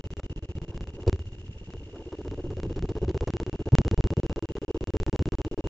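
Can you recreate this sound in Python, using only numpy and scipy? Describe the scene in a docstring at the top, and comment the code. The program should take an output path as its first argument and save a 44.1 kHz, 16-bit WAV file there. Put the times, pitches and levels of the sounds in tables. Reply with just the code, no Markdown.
"""At an eagle's nest, close on a small camera's microphone: wind rumbles, the birds shift on the twigs
and the electronics whine faintly. From the start the sound comes in 32 ms blocks with equal gaps, and
every cut through the rumble clicks. At 1 s a step thumps the branch. All the while this first passage
is dissolving into a second, whose blocks fill the gaps, so the stutter eases around 2 s and then returns.
The hardest buffet and the loudest clicks come near 3.8 s; wind and shuffling stutter on to the end."""
import sys
import numpy as np
from scipy import signal
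from scipy.fft import rfft, irfft, next_fast_len
from scipy.io import wavfile
from scipy.ndimage import uniform_filter1d

SR = 44100
rng = np.random.default_rng(int(sys.argv[2]) if len(sys.argv) > 2 else 0)


def wrap_up_sound(samples):
    """Save the sound to the file named by the first command line argument, as 16-bit audio."""
    columns = np.atleast_2d(samples).T
    # keep every value between -1 and 1, then stretch to whole-number steps
    tamed = np.clip(columns, -1, 1)
    steps = np.round(tamed * 32767).astype(np.int16)
    wavfile.write(sys.argv[1], SR, steps)


N = 250929
T = np.arange(N) / SR


def from_db(db):
    """Decibels to gain."""
    return 10 ** (np.asarray(db) / 20)


def level(curve):
    """A slow curve of (t/s, level/dB) points, as a gain."""
    return from_db(np.interp(T, *np.transpose(curve)))


def bursts(rows, burst_s):
    """Short bell-shaped swells at (t/s, level/dB), as a gain."""
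    return np.sqrt(sum(from_db(db) ** 2 * np.exp(-((T - s) / burst_s) ** 2) for s, db in rows))


def unit(x):
    """Scales to rms 1."""
    return x / np.sqrt(np.mean(x ** 2) + 1e-20)


def noise(spectrum):
    """Noise of rms 1, coloured by (f/Hz, level/dB) points."""
    hz, db = np.transpose(spectrum)
    size = 2 ** 18
    colour_db = np.interp(np.log(np.fft.rfftfreq(size, 1 / SR) + 1), np.log(hz), db)
    white = rfft(rng.standard_normal(size))
    return unit(irfft(white * from_db(colour_db))[:N])


def steady(x, size):
    """Evens out the swells of a noise over size samples."""
    power = uniform_filter1d(uniform_filter1d(x ** 2, size), size // 2)
    return x / np.sqrt(abs(power) + 1e-9)


def flutter(depth_db, size):
    """A random gain that changes every size samples or so."""
    drift = uniform_filter1d(uniform_filter1d(rng.standard_normal(N), size), size)
    return unit(from_db(depth_db * unit(drift)))


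def stereo(mid, side):
    """Left and right from their common and opposed parts."""
    return np.array([mid + side, mid - side])


# Spectrum of the camera's own hiss: f/Hz, relative level/dB
HISS_SPECTRUM = [(100, -22), (1000, -2), (2200, 2.5), (3400, 0), (4300, -4), (5300, -5), (6200, -3.5),
                 (7600, -6)]


def electronics(hiss_db=-56.0, whine_db=-53.0, whine_hz=2850, blips_per_s=55, blip_width=0.21):
    """The camera hisses in each channel and whines in uneven blips, nearly opposed left and right."""
    hiss = from_db(hiss_db) * np.array([noise(HISS_SPECTRUM), noise(HISS_SPECTRUM)])
    cycle = np.cumsum(blips_per_s * flutter(1.24, size=800)) / SR % 1
    blips = np.exp(-.5 * ((cycle - .5) / blip_width) ** 2)
    band = [(.88, -35), (.943, -6), (1, 0), (1.03, -7), (1.18, -30)]  # ratio to whine_hz, level/dB
    ring = noise([(whine_hz * ratio, db) for ratio, db in band])
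    whine = signal.hilbert(unit(blips * steady(ring, size=500)), next_fast_len(N))[:N]
    return hiss + from_db(whine_db) * stereo(0.41 * whine.imag, whine.real)


# Twigs cracking under the birds' feet: t/s, knock level/dB, knock decay/s, snap level/dB
TWIG_CRACKS = [(.196, -32.5, 0.012, -56), (1.077, -34, 0.017, -33.5), (1.958, -34, 0.0072, -61),
               (2.126, -34, 0.0073, -61), (2.765, -44, 0.007, -42), (2.891, -36.5, 0.0055, -40),
               (2.974, -40, .005, -49), (3.092, -36, .005, -39.5), (3.276, -26.5, 0.0065, -39),
               (4.568, -32.5, .005, -65), (4.948, -38, 0.004, -52), (5.08, -34.5, .005, -49),
               (5.148, -36, 0.0097, -56), (5.336, -35.5, 0.0054, -61)]
# Spectra of the woody knock and the bright snap: f/Hz, relative level/dB
KNOCK_SPECTRUM = [(200, -28.5), (450, 9), (900, 5.5), (1600, -5.5), (2600, -17), (5000, -25)]
SNAP_SPECTRUM = [(800, -2.5), (2500, -2), (3700, -2.5), (5400, -5.5), (7500, -8.5)]


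def twigs(snap_s=0.0063, snap_width=.5, usual_knock_s=0.0053, deepening=0.44):
    """Each crack in the nest is a woody knock and a bright snap; thicker twigs ring longer and lower."""
    knock, snap = np.zeros((2, N))
    for s, knock_db, knock_s, snap_db in TWIG_CRACKS:
        start = round(s * SR)
        t = T[:N - start]
        pitch = (usual_knock_s / knock_s) ** deepening
        wood = noise([(hz * pitch, db) for hz, db in KNOCK_SPECTRUM])[:len(t)]
        knock[start:] += from_db(knock_db) * np.exp(-t / knock_s) * wood
        snap[start:] += from_db(snap_db) * np.exp(-t / snap_s)
    return knock + snap * stereo(noise(SNAP_SPECTRUM), snap_width * noise(SNAP_SPECTRUM))


# How hard the birds shuffle beside the camera in each passage: t/s, relative level/dB
FIRST_SHUFFLING = [(0.06, -46.5), (0.571, -43), (1.21, -48.5), (1.27, -55), (1.34, -49), (1.66, -60.5),
                   (1.719, -53), (2.361, -49), (3.129, -45), (3.26, -56.4), (3.381, -56), (3.581, -57)]
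SECOND_SHUFFLING = [(0.28, -47), (0.47, -42), (0.54, -46), (0.6, -39.5), (1.299, -47), (1.94, -38.5),
                    (2.139, -32.5), (2.97, -31.5), (3.031, -27.5), (3.541, -34.5), (3.74, -31), (4.44, -34),
                    (4.51, -38), (4.63, -35.5), (4.7, -36.5), (5.021, -38), (5.08, -32.5), (5.66, -36.5)]
# A foot drags over the twigs: t/s, passage, relative rustle level/dB, relative scratch level/dB
FOOT_DRAGS = [(1.98, "first", -39.5, -61), (2.49, "first", -38, -64), (2.68, "first", -41, -68),
              (3.06, "first", -37, -56), (.74, "second", -36, -42.5), (1.01, "second", -27.5, -42),
              (1.75, "second", -38.5, -55.5), (3.03, "second", -40, -48.5), (4.73, "second", -30.5, -50),
              (4.949, "second", -31.5, -63), (5.59, "second", -33, -48)]
# Spectra of the hollow rustle in the housing and the dry scratching: f/Hz, relative level/dB
RUSTLE_SPECTRUM = [(150, -28), (240, -21.5), (300, 1.5), (385, 1.5), (460, -3), (515, -12), (565, -8),
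                   (650, -28), (900, -34), (2000, -65.5)]
SCRATCH_SPECTRUM = [(400, -14.5), (690, 2), (780, -2), (885, 5), (1110, -11), (1260, -7), (1400, -15.5),
                    (1590, -9), (1950, -27.5), (2200, -26), (4000, -26.5), (4500, -38.5), (5300, -25.5),
                    (6500, -40)]


def birds(passage, shuffling, rustle_db=1.95, scratch_db=3.0, crackle_db=-12, drag_s=.028):
    """The birds' shuffling booms in the camera housing and, more faintly, scratches on dry twigs."""
    drags = [(s, rustle, scratch) for s, when, rustle, scratch in FOOT_DRAGS if when == passage]
    shuffle = level(shuffling)
    boom = np.hypot(shuffle, bursts([(s, db) for s, db, _ in drags], drag_s))
    scrape = np.hypot(from_db(-17.5) * shuffle, bursts([(s, db) for s, _, db in drags], drag_s))
    rustle = boom * stereo(steady(noise(RUSTLE_SPECTRUM), size=1400), .016 * noise(RUSTLE_SPECTRUM))
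    grit = flutter(depth_db=4.0, size=200)
    scratch = scrape * grit * stereo(noise(SCRATCH_SPECTRUM), .1 * noise(SCRATCH_SPECTRUM))
    crackle = scrape * flutter(depth_db=5, size=120) * noise(SNAP_SPECTRUM)
    return from_db(rustle_db) * rustle + from_db(scratch_db) * scratch + from_db(crackle_db) * crackle


# Thumps on the branch that carries the camera: t/s, level/dB
BRANCH_THUMPS = [(1.068, -18), (1.077, -9)]
# Modes of the branch and camera housing: f/Hz, relative level/dB, t60/s
BRANCH_MODES = [(86.9, -1, 0.41), (139, -26, 0.11), (320, -20, 0.13), (384, -4.5, 0.23), (455, -5, 0.0516),
                (570, -27.5, 0.21), (910, -24, 0.088)]


def thumps(contact_s=0.00084):
    """A bird's step jolts the branch, which rings low and long under the housing's short knock."""
    out = np.zeros(N)
    for s, db in BRANCH_THUMPS:
        start = round(s * SR)
        t = T[:N - start]
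        ring = sum(from_db(mode_db - 60 * t / t60) * np.sin(2 * np.pi * hz * t)
                   for hz, mode_db, t60 in BRANCH_MODES)
        attack = 1 - np.exp(-t / contact_s)
        out[start:] += from_db(db) * attack * ring
    return out


# Strength of the wind at the microphone in each passage: t/s, relative level/dB
FIRST_WIND_STRENGTH = [(0.06, -34), (0.831, -29.5), (0.95, -37.7), (1.21, -31), (1.72, -49.5),
                       (1.78, -32.5), (2.099, -59), (2.23, -36), (2.87, -33), (2.94, -41), (3.579, -50)]
SECOND_WIND_STRENGTH = [(0.28, -41.2), (0.47, -43), (0.6, -34), (1.24, -34.5), (1.75, -29), (1.94, -35.5),
                        (2.27, -32), (2.46, -27), (2.9, -25), (2.97, -29), (3.23, -21.4), (3.42, -29),
                        (3.99, -20.5), (4.63, -36.5), (4.7, -33), (5.21, -21), (5.53, -33), (5.66, -28)]
# Short buffets on the camera: t/s, passage, relative level/dB
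WIND_BUFFETS = [(2.3, "first", -28), (2.49, "first", -26.5), (2.68, "first", -23.5), (2.81, "first", -25),
                (3.07, "first", -20.5), (.8, "second", -27), (1.5, "second", -27.5), (2.84, "second", -20),
                (3.04, "second", -21), (3.21, "second", -34), (3.762, "second", -9), (3.93, "second", -27),
                (4.022, "second", -18.5), (4.18, "second", -23)]
# Spectra of the rumble and of a buffet: f/Hz, relative level/dB
RUMBLE_SPECTRUM = [(12, -25.5), (30, 2), (60, -4.5), (90, 4), (125, -8), (170, -11.5), (240, -20.5),
                   (400, -53), (900, -62.5)]
BUFFET_SPECTRUM = [(12, -5), (35, -3), (60, 6), (90, 1.5), (125, 1.5), (165, -3.5), (240, -13.5),
                   (400, -42.5), (900, -64.5)]


def wind(passage, strength, rumble_db=0.0, buffet_db=-1.0, buffet_s=0.036):
    """Wind rumbles right on the microphone, with a slightly brighter buffet now and then."""
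    swells = bursts([(s, db) for s, when, db in WIND_BUFFETS if when == passage], buffet_s)
    rumble = level(strength) * steady(noise(RUMBLE_SPECTRUM), size=1400)
    buffets = swells * steady(noise(BUFFET_SPECTRUM), size=1400)
    return from_db(rumble_db) * rumble + from_db(buffet_db) * buffets


BLOCK_S = .032  # length of a block, and of a gap
# Height of the clicks in each passage: t/s, level/dB relative to the sound that is cut
FIRST_CLICK_HEIGHT = [(0, 2.5), (.5, -7), (1.3, -3), (1.6, 1), (1.9, -11), (2.401, -4), (3.2, -10)]
SECOND_CLICK_HEIGHT = [(0, 0), (1.6, -6.5), (2.2, -3), (2.9, -8), (3.451, 5), (3.64, -8.5), (4.05, 0.5),
                       (4.35, 3.5), (4.75, -6.5), (4.95, 4.5), (5.25, 1.5), (5.65, -10.5)]
# The loudest click pairs, where the sound halts on a pressure crest: t/s, step level/dB
PRESSURE_CRESTS = [(.137, -31), (.585, -32.5), (.777, -29), (.841, -33.5), (1.097, -20), (1.705, -33),
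                   (2.281, -29), (2.601, -26), (2.793, -26.5), (3.177, -23), (3.305, -23), (3.369, -21.5),
                   (3.753, -10), (3.881, -18.5), (4.841, -24.5), (5.417, -24.5)]


def stutter(sound, fade, first_halt_s, clicks, scatter_db=2.0, settle_s=0.0016, spike_s=.00007):
    """Every other block is silent. Sound halts and resumes at one pressure: two like clicks a gap."""
    sounding = np.floor((T - first_halt_s) / BLOCK_S) % 2 == 1
    out = sound * sounding
    block = round(BLOCK_S * SR)
    height = level(clicks)
    settle = np.exp(-(T[:block] / settle_s) ** 2)
    overshoot = 0.18 * np.exp(-T[:block] / spike_s)
    halts = np.arange(first_halt_s, T[-1] - BLOCK_S, 2 * BLOCK_S)
    for s, (polarity, chance) in zip(halts, rng.random((len(halts), 2))):
        halt, resume = np.searchsorted(T, [s, s + BLOCK_S])
        before, after = out[:, max(halt - block, 0):halt], out[:, resume:resume + block]
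        # the pressure is mostly near the level of the sound around it, sometimes far less
        nearby_rms = np.sqrt(before.std() * after.std())
        pressure = nearby_rms * height[halt] * from_db(scatter_db * np.log(1 - chance))
        for crest_s, db in PRESSURE_CRESTS:
            if abs(crest_s - s) < BLOCK_S / 2:
                pressure = from_db(db) / fade[halt]
        pressure *= np.sign(polarity - .5)
        for edge in before[:, ::-1], after:  # each runs outwards from the gap
            click = (pressure - edge[:, 0].mean()) * settle + pressure * overshoot
            edge += click[:edge.shape[1]]
    return fade * out


def scene(dissolve_s=4.43, first_halt_s=.009):
    """Two passages from one microphone position take turns block by block as they cross-fade."""
    shared = electronics() + twigs()
    first = wind("first", FIRST_WIND_STRENGTH) + birds("first", FIRST_SHUFFLING) + thumps()
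    second = wind("second", SECOND_WIND_STRENGTH, rumble_db=-0.84) + birds("second", SECOND_SHUFFLING)
    fade = np.clip(T / dissolve_s, .01, .985)
    outgoing = stutter(first + shared, 1 - fade, first_halt_s, FIRST_CLICK_HEIGHT)
    incoming = stutter(second + shared, fade, first_halt_s + BLOCK_S, SECOND_CLICK_HEIGHT)
    return outgoing + incoming


def record(dry, edge_hz=7680):
    """The camera's narrow band cuts off the top of the treble."""
    low_pass = signal.firwin(301, edge_hz, window=("kaiser", 7), fs=SR)
    return signal.oaconvolve(dry, low_pass[None], "same", axes=1)


dry = scene()
out = record(dry)
wrap_up_sound(out)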